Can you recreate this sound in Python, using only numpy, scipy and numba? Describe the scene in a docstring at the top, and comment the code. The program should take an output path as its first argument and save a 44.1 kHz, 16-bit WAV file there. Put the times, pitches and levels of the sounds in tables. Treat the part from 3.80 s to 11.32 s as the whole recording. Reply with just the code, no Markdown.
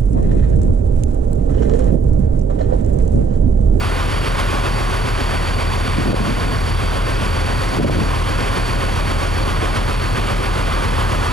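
"""Ship under way, on deck

Two main engines and a generator hum, each a set of tones locked to its crank, and beat together.
Exhaust, fans and wash roar above them as shaped noise; a turbocharger whines in lines and hiss.
Gusts buffet the microphone with bursts of low noise and single slaps, and the camera's
fast gain control pumps everything with the throb of the hum.
"""
import sys
import numpy as np
from scipy import signal
from scipy.fft import rfft, irfft, next_fast_len
from scipy.io import wavfile
from scipy.ndimage import uniform_filter1d, minimum_filter1d, map_coordinates
from numba import njit

SR = 44100
rng = np.random.default_rng(int(sys.argv[2]) if len(sys.argv) > 2 else 0)


def unload_audio(sound):
    """Save the sound as a 16-bit wav file, at the path given as the first command line argument."""
    columns = np.transpose(np.atleast_2d(sound))
    # keep every value between -1 and 1, then stretch to whole-number steps
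    steps = np.round(np.clip(columns, -1, 1) * 32767)
    wavfile.write(sys.argv[1], SR, steps.astype(np.int16))


N = 331632

# Source levels are those ahead of the gain control; colours are relative.
# hum of each machine: [multiple of the cycle, rms level/dB]; starboard's level is that at mid roll
PORT_TONES = [(5, -19.5), (6, -20), (8, -36.5), (9, -40), (11, -25), (16, -34), (19, -47), (25, -45),
              (34, -44), (39, -48), (46, -51.5), (49, -50.5), (53, -50.5), (55, -50), (60, -49),
              (72, -49.5)]
STARBOARD_TONES = [(5, -36), (6, -34.5), (10, -43), (11, -32.5), (13, -38), (16, -41), (18, -46)]
GENERATOR_TONES = [(6, -44), (8, -43), (9, -39), (11, -34.5), (13, -30.5), (16, -41)]
# further port tones, shifted in phase: [multiple of the cycle, rms level/dB]
PORT_MIDDLE_TONES = [(10, -40.5), (12, -42), (13, -35), (17, -43), (20, -44.5)]
PORT_HIGH_TONES = [(21, -45), (22, -38.5), (23, -44), (27, -51), (30, -45)]
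# mean cycles per second, swing with the roll in cycles per second, crank angle at the start in turns
PORT_RUN = (7.4414, .0259, .094)
STARBOARD_RUN = (7.3551, -.0276, .039)
GENERATOR_RUN = (8.2824, .006, 0)
# the ship rolls in the swell: one main engine speeds up while the other labours
ROLL_S, ROLL_PEAK_S = 4.82, 3.55  # period, moment of the deepest roll
LABOUR_DB = 3.3  # starboard is louder by this when it labours, softer when it runs free

# course of the roar: [t/s, level/dB]
ROAR_LEVEL = [(0, -26), (1, -26), (2.9, -27), (3.5, -26), (4.1, -26), (5.2, -25.5), (5.9, -26.5),
              (7.52, -25.5)]
# spectra of roar, spray and hull rumble: [f/Hz, level per Hz/dB]
ROAR_COLOUR = [(120, -1), (200, -2), (230, -0.5), (405, -0.5), (467, -2.5), (531, -2.5), (831, -4),
               (1090, -3), (1340, -5.5), (1440, -5), (3240, -11), (3930, -16.5), (4300, -19), (5590, -53),
               (9460, -120)]
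SPRAY_COLOUR = [(3000, -49), (4300, 2), (5400, 2), (6200, -2), (8000, -4), (11200, -3.5), (12500, -13),
                (13800, -22), (14300, -32), (15000, -50)]
RUMBLE_COLOUR = [(15, 12), (28, 7), (45, 6.5), (62, -3), (92, 6), (150, 1), (220, -7), (400, -42)]
# duct resonances in the roar: [f/Hz, width/Hz, boost/dB]
DUCT_RESONANCES = [(540, 41, 2.5), (1070, 160, 4), (2420, 270, 2), (256, 15, 1.5), (1443, 17, 5.5),
                   (1510, 57, 2.5), (3380, 320, 2.3)]
# the roar swells once a port engine cycle and rattles
CHUG_DB, CLATTER_DB = .4, .55
CHUG_UNEVEN = .3  # share by which the swells differ
CHUG_ROLL = .5  # share of the chug lost in the deep roll and gained in the opposite one
CHUG_TURN = .53  # crank angle of the swell, in turns
# now and then one swell stands out: [t/s, extra level/dB]
SURGES = [(.345, 1), (.47, 1.5), (.605, 3), (.875, 1), (3.43, 2), (4.78, 2), (5.31, 0.5), (5.97, 4),
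          (7.2, 2.5), (7.33, 2)]
SURGE_S = 0.019  # from the top of a surge to 1/e of its dB
# a band of the roar comes and goes
UPPER_BAND_HZ, UPPER_BAND_WIDTH_HZ, UPPER_BAND_DB = 1220, 120, 4.2
# how much of that band is heard: [t/s, share 0-1]
UPPER_BAND_SHARE = [(0, 0.4), (2, .2), (4.5, 0), (5.8, .4), (6.8, 0.6), (7.52, 1)]
SPRAY_DB = -14  # mean level relative to the roar
SPRAY_EXTRA_SWING = .38  # the spray follows the roar's course wider by this share
SPRAY_CHUG = 1.13  # the treble takes the chug more strongly

# turbocharger blade tone, about which the pitch wavers: [t/s, f/Hz]
BLADE_TONE = [(0, 4565), (3.1, 4564), (4.4, 4535), (6, 4513), (7.52, 4510)]
# whine at rest: [line counted from the blade tone, rms level/dB]
LINES_AT_REST = [(-2, -57), (-1, -54), (0, -58), (1, -60), (2, -58)]
# lines that sing out by turns: [start t/s, end t/s, line, rms level/dB]
SINGING_LINES = [(-.1, .55, -1, -46), (.9, 2.98, -1, -44), (2.7, 3.87, 0, -45.5), (3.5, 3.99, -1, -43.5),
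                 (4.07, 4.36, 0, -41), (4.36, 5.75, 0, -48), (4.75, 5.6, 1, -49), (-.1, 3.0, -2, -52),
                 (1.4, 2.3, 0, -51), (-.1, 2.4, 1, -53), (4.45, 5.8, -1, -45), (5.87, 6.38, -1, -43),
                 (6.55, 6.8, -1, -49), (6.85, 6.98, 0, -42), (7.15, 7.4, 0, -44)]
LINE_SPACING_HZ, LINE_DRIFT_HZ, SING_FADE_S = 40, 1.4, .08
# bands of hiss: [multiple of the blade tone, width/Hz, rms level/dB]
BLADE_HISS = [(1, 130, -44.5), (1.5, 110, -55.5), (2.0, 210, -51)]

# puffs of wind on the microphone: [peak t/s, peak level/dB, length/s between points 11 dB down]
PUFFS = [(2.197, -18, 0.07), (2.267, -23.5, 0.12), (2.304, -19, .09), (2.34, -16, 0.03),
         (2.405, -24, 0.099), (2.492, -24, 0.22), (2.692, -26.5, 0.19), (3.42, -29, 0.16),
         (3.978, -23, 0.09), (4.007, -13, 0.04), (4.05, -12, 0.039), (4.098, -17, 0.055),
         (4.176, -20, 0.21)]
PUFF_RISE = 0.54  # share of the length before the peak
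# single slaps of air, most of them inside the gusts: [t/s, level/dB, f/Hz, push +1 or pull -1]
SLAPS = [(2.187, -15, 250, 1), (2.281, -12, 400, -1), (2.305, -12, 250, -1), (2.332, -5, 450, -1),
         (2.345, -6, 330, 1), (2.49, -21, 300, 1), (3.989, -10, 258.6, -1), (4.0, -2, 300, 1),
         (4.014, -7, 200, 1), (4.032, -14, 300, 1), (4.049, -6, 400, 1), (4.055, -8, 350, -1),
         (4.098, -2, 453, 1), (4.172, -10, 300, -1), (4.191, -10, 280, 1), (4.776, -17, 250, 1),
         (5.828, -11, 300, 1)]
SLAP_CYCLES = 0.42  # from the middle of a slap to 1/e
# spectra of the buffeting and its rasp: [f/Hz, level per Hz/dB]
BUFFET_COLOUR = [(30, -3), (70, -4), (140, 2.5), (220, -.5), (400, -9.5), (800, -21), (1500, -47),
                 (3000, -70)]
RASP_COLOUR = [(150, -40), (300, -4), (500, 8.5), (750, 9), (1000, -35), (2000, -70)]
RASP_DB, RASP_GROWS = -22, 2.7  # level at a puff of -13 dB, power of growth: only strong puffs rasp

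# faint noise, independent on the two sides: [f/Hz, level per Hz/dB]
SIDE_NOISE_COLOUR = [(20, 20), (45, 2), (80, 23), (150, 6.5), (400, 2.5), (1000, 2), (2000, -6),
                     (4000, -13.5), (5500, -18), (8000, -27.5), (12000, -39), (15000, -64)]

# stereo widening of a nearly mono sound: [f/Hz, lead of the left channel/rad]
LEFT_LEAD = [(20, 0.41), (45, 0.37), (82, 0.65), (110, 0.77), (260, 1.44), (600, 1.64), (1300, 1.36),
             (2670, 0.84), (5500, 0.44), (7100, .12), (14700, .08)]
# stereo balance: [f/Hz, left minus right level/dB]
LEFT_TILT = [(35, .8), (82, .3), (180, -.3), (540, -1), (1620, -1.7), (4850, -1.8), (14600, -0.8)]
TOP_HZ = 15150  # nothing passes above


def amp(db):
    """Amplitude of a level in dB."""
    return 10 ** (np.asarray(db) / 20)


def unit(x):
    """x scaled to rms 1."""
    return x / np.sqrt(np.mean(x ** 2) + 1e-20)


def along(points, hz):
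    """(Hz, value) points read along a log frequency axis."""
    f, v = np.transpose(points)
    return np.interp(np.log(hz + 1), np.log(f + 1), v)


def curve(rows):
    """(s, value) points drawn out to one value per sample."""
    s, values = np.transpose(rows)
    return np.interp(np.arange(N) / SR, s, values)


def wobble(rate):
    """A smooth random curve, rate knots a second."""
    knots = rng.standard_normal(int(N * rate / SR) + 4)
    return map_coordinates(knots, [np.arange(N) * rate / SR])


def filtered(x, response):
    """x, mirrored past its ends, times a complex response of frequency."""
    edge = SR // 4
    longer = np.pad(x, [(0, 0)] * (x.ndim - 1) + [(edge, edge)], mode="reflect")
    m = next_fast_len(N + 2 * edge)
    spectrum = rfft(longer, m) * response(np.fft.rfftfreq(m, 1 / SR))
    return irfft(spectrum, m)[..., edge:edge + N]


def bell(hz, centre, width):
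    """A resonance curve, 1 at the centre and half at the edges of its width."""
    return 1 / (1 + (2 * (hz - centre) / width) ** 2)


def rush(colour, patchy_db):
    """Coloured noise of rms 1 with patches of random gain in time and frequency."""
    z = signal.stft(rng.standard_normal(N + 512), nperseg=512)[2]
    patches = uniform_filter1d(rng.standard_normal(z.shape), 8, 0)
    patches = unit(uniform_filter1d(patches, 10, 1))
    noise = signal.istft(z * amp(patchy_db * patches), nperseg=512)[1][:N]
    return unit(filtered(noise, lambda hz: amp(along(colour, hz))))


def hum():
    """Three machines at nearly equal speeds beat against each other."""
    port = engine(PORT_RUN, PORT_TONES, lag=-.12)
    port = port + engine(PORT_RUN, PORT_MIDDLE_TONES, lag=.2)
    port = port + engine(PORT_RUN, PORT_HIGH_TONES, lag=.47)
    starboard = engine(STARBOARD_RUN, STARBOARD_TONES, lag=.42, upper_lag=.18)
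    generator = engine(GENERATOR_RUN, GENERATOR_TONES, lag=-.47)
    return port + amp(LABOUR_DB * roll()) * starboard + generator


def engine(run, tones, lag, upper_lag=1 / 3):
    """Tones locked to the crank, each shifted in phase by lag, in turns of the tone."""
    sound, turns = 0, crank(run)
    for k, db in tones:
        upper = k > 6.5  # above the hull's resonance tones lag more
        phase = k * turns - lag - upper * upper_lag
        level = amp(db + .5 * wobble(3))
        sound = sound + np.sqrt(2) * level * np.cos(2 * np.pi * phase)
    return sound


def crank(run):
    """Crank angle in turns: the speed, swinging with the roll, summed over time."""
    speed, swing, start = run
    return start + np.cumsum(speed + swing * roll()) / SR


def roll():
    """The ship's roll, a slow cosine that is 1 at its deepest."""
    return np.cos(2 * np.pi * (np.arange(N) / SR - ROLL_PEAK_S) / ROLL_S)


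def roar():
    """Exhaust and fans in the middle, wash and spray on top, hull rumble below, all shaped noise."""
    roar_db, chug_db = curve(ROAR_LEVEL), chug()
    swell = 0.59 * wobble(3.44)

    def ducts(hz):
        return amp(sum(db * bell(hz, centre, width) for centre, width, db in DUCT_RESONANCES))

    def upper_boost(hz):
        # only what the band adds
        return amp(UPPER_BAND_DB * bell(hz, UPPER_BAND_HZ, UPPER_BAND_WIDTH_HZ)) - 1

    plain = filtered(rush(ROAR_COLOUR, patchy_db=0.54), ducts)
    band = curve(UPPER_BAND_SHARE) * filtered(plain, upper_boost)
    middle = amp(roar_db + .5 * swell + chug_db) * (plain + band)

    spray_db = SPRAY_DB + roar_db + SPRAY_EXTRA_SWING * (roar_db - roar_db.mean())
    spray_db = spray_db + SPRAY_CHUG * chug_db + 0.19 * swell + 0.12 * wobble(12)
    spray = amp(spray_db) * rush(SPRAY_COLOUR, patchy_db=0.67)
    rumble = amp(-26.5) * rush(RUMBLE_COLOUR, patchy_db=0.0)
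    return middle + spray + rumble


def chug():
    """Level of the roar in dB as it swells with the port engine's cycle, rattles and surges."""
    t = np.arange(N) / SR
    depth = CHUG_DB * (1 - CHUG_ROLL * roll()) * (1 + CHUG_UNEVEN * wobble(6))
    level_db = depth * np.cos(2 * np.pi * (crank(PORT_RUN) - CHUG_TURN))
    level_db = level_db + CLATTER_DB * wobble(40)
    for s, db in SURGES:
        level_db = level_db + db * np.exp(-((t - s) / SURGE_S) ** 2)
    return level_db


def turbocharger():
    """A blade tone split into evenly spaced lines that take turns to sing, in hiss that follows it."""
    turns = np.cumsum(curve(BLADE_TONE) + 1.1 * wobble(14)) / SR
    return whine(turns) + blade_hiss(turns)


def whine(turns):
    """Sine lines about the blade tone, each drifting a little and singing out in its turns."""
    t, lines = np.arange(N) / SR, 0
    for k, rest_db in LINES_AT_REST:
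        level = amp(rest_db + 1.4 * wobble(2.3))
        for start, end, line, db in SINGING_LINES:
            if line == k:
                inside = np.minimum(t - start, end - t)
                fade = np.clip(inside / SING_FADE_S + .5, 0, 1)
                level = np.maximum(level, amp(db) * fade)
        offset = np.cumsum(k * LINE_SPACING_HZ + LINE_DRIFT_HZ * wobble(5)) / SR
        level = level * amp(0.33 * wobble(5.33))
        lines = lines + np.sqrt(2) * level * np.sin(2 * np.pi * (turns + offset + rng.random()))
    return lines


def blade_hiss(turns):
    """Slow noise on a carrier makes bands of hiss that move with the shaft."""
    hiss = 0
    for multiple, width_hz, db in BLADE_HISS:
        slow = filtered(rng.standard_normal((2, N)), lambda hz: bell(hz, 0, width_hz))
        carrier = np.exp(2j * np.pi * multiple * turns)
        hiss = hiss + amp(db) * unit(((slow[0] + 1j * slow[1]) * carrier).real)
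    return hiss


def wind():
    """Gusts hit the microphone in lumpy puffs that build up and break off; the strongest rasp higher."""
    t, power = np.arange(N) / SR, np.zeros(N)
    for s, db, length in PUFFS:
        away = np.where(t < s, (s - t) / PUFF_RISE, (t - s) / (1 - PUFF_RISE)) / length
        power += amp(db - 11.1 * away ** 1.7) ** 2
    level = np.sqrt(power)
    lumpy = unit(amp(1.4 * wobble(45)) * rush(BUFFET_COLOUR, patchy_db=0.4))
    rasp = amp(RASP_DB) * (level / amp(-13)) ** RASP_GROWS * rush(RASP_COLOUR, patchy_db=2.0)
    # each microphone port's own share
    apart = np.array([rush(BUFFET_COLOUR, patchy_db=7.0) for _ in range(2)])
    return level * lumpy + slaps() + rasp + amp(-13.5) * level * apart


def slaps():
    """Each slap of air is about one cycle of pressure under a bell-shaped envelope."""
    out, t = np.zeros(N), np.arange(-600, 600) / SR
    for s, db, hz, sign in SLAPS:
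        cycle = np.cos(2 * np.pi * hz * t - .8)
        envelope = np.exp(-(hz * t / SLAP_CYCLES) ** 2)
        out[round(s * SR) - 600:][:len(t)] += sign * amp(db) * cycle * envelope
    return out


def side_noise():
    """Faint noise, independent on the two sides."""
    return amp(-34.5) * np.array([rush(SIDE_NOISE_COLOUR, patchy_db=2.0) for _ in range(2)])


def scene():
    """The ship and the wind heard on deck, the same on both sides but for some noise."""
    return hum() + roar() + turbocharger() + wind() + side_noise()


@njit
def follow(x, rise, fall, level):
    """Level detector that rises fast and falls slowly."""
    out = np.empty_like(x)
    for i in range(len(x)):
        level += (x[i] - level) * (rise if x[i] > level else fall)
        out[i] = level
    return out


def gain_control(x, rest_db, strength, attack, release):
    """Louder than rest_db is turned down, softer is turned up; attack and release in seconds."""
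    level = follow(np.abs(x).max(0), 1 / (attack * SR), 1 / (release * SR), amp(rest_db))
    return x * (level / amp(rest_db)) ** -strength


def limiter(x, top, hold):
    """Peaks over top pull both sides down for some milliseconds; hold in seconds."""
    span = round(hold * SR)
    needed = np.minimum(1, top / (np.abs(x).max(0) + 1e-9))
    return x * uniform_filter1d(minimum_filter1d(needed, 2 * span), span)


def record(dry):
    """Stereo widening by phase, gain control, bass cut, limiter, treble roll-off, band limit."""
    side = np.array([[.5], [-.5]])  # left, right

    def widening(hz):
        lead = along(LEFT_LEAD, hz)
        # the cosine makes up for what the phase shift costs the sum of both sides
        return amp(side * along(LEFT_TILT, hz)) * np.exp(1j * side * lead) / np.cos(lead / 2)

    def bass_cut(hz):
        return hz / np.hypot(hz, 60)

    def treble_cut(hz):
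        return (hz < TOP_HZ) / (1 + (hz / 14300) ** 40)

    wide = filtered(dry, widening)
    even = gain_control(wide, rest_db=-10.5, strength=0.45, attack=0.00098, release=0.015)
    held = limiter(filtered(even, bass_cut), top=.48, hold=.008)
    return filtered(held, treble_cut)


dry = scene()
out = record(dry)
unload_audio(out)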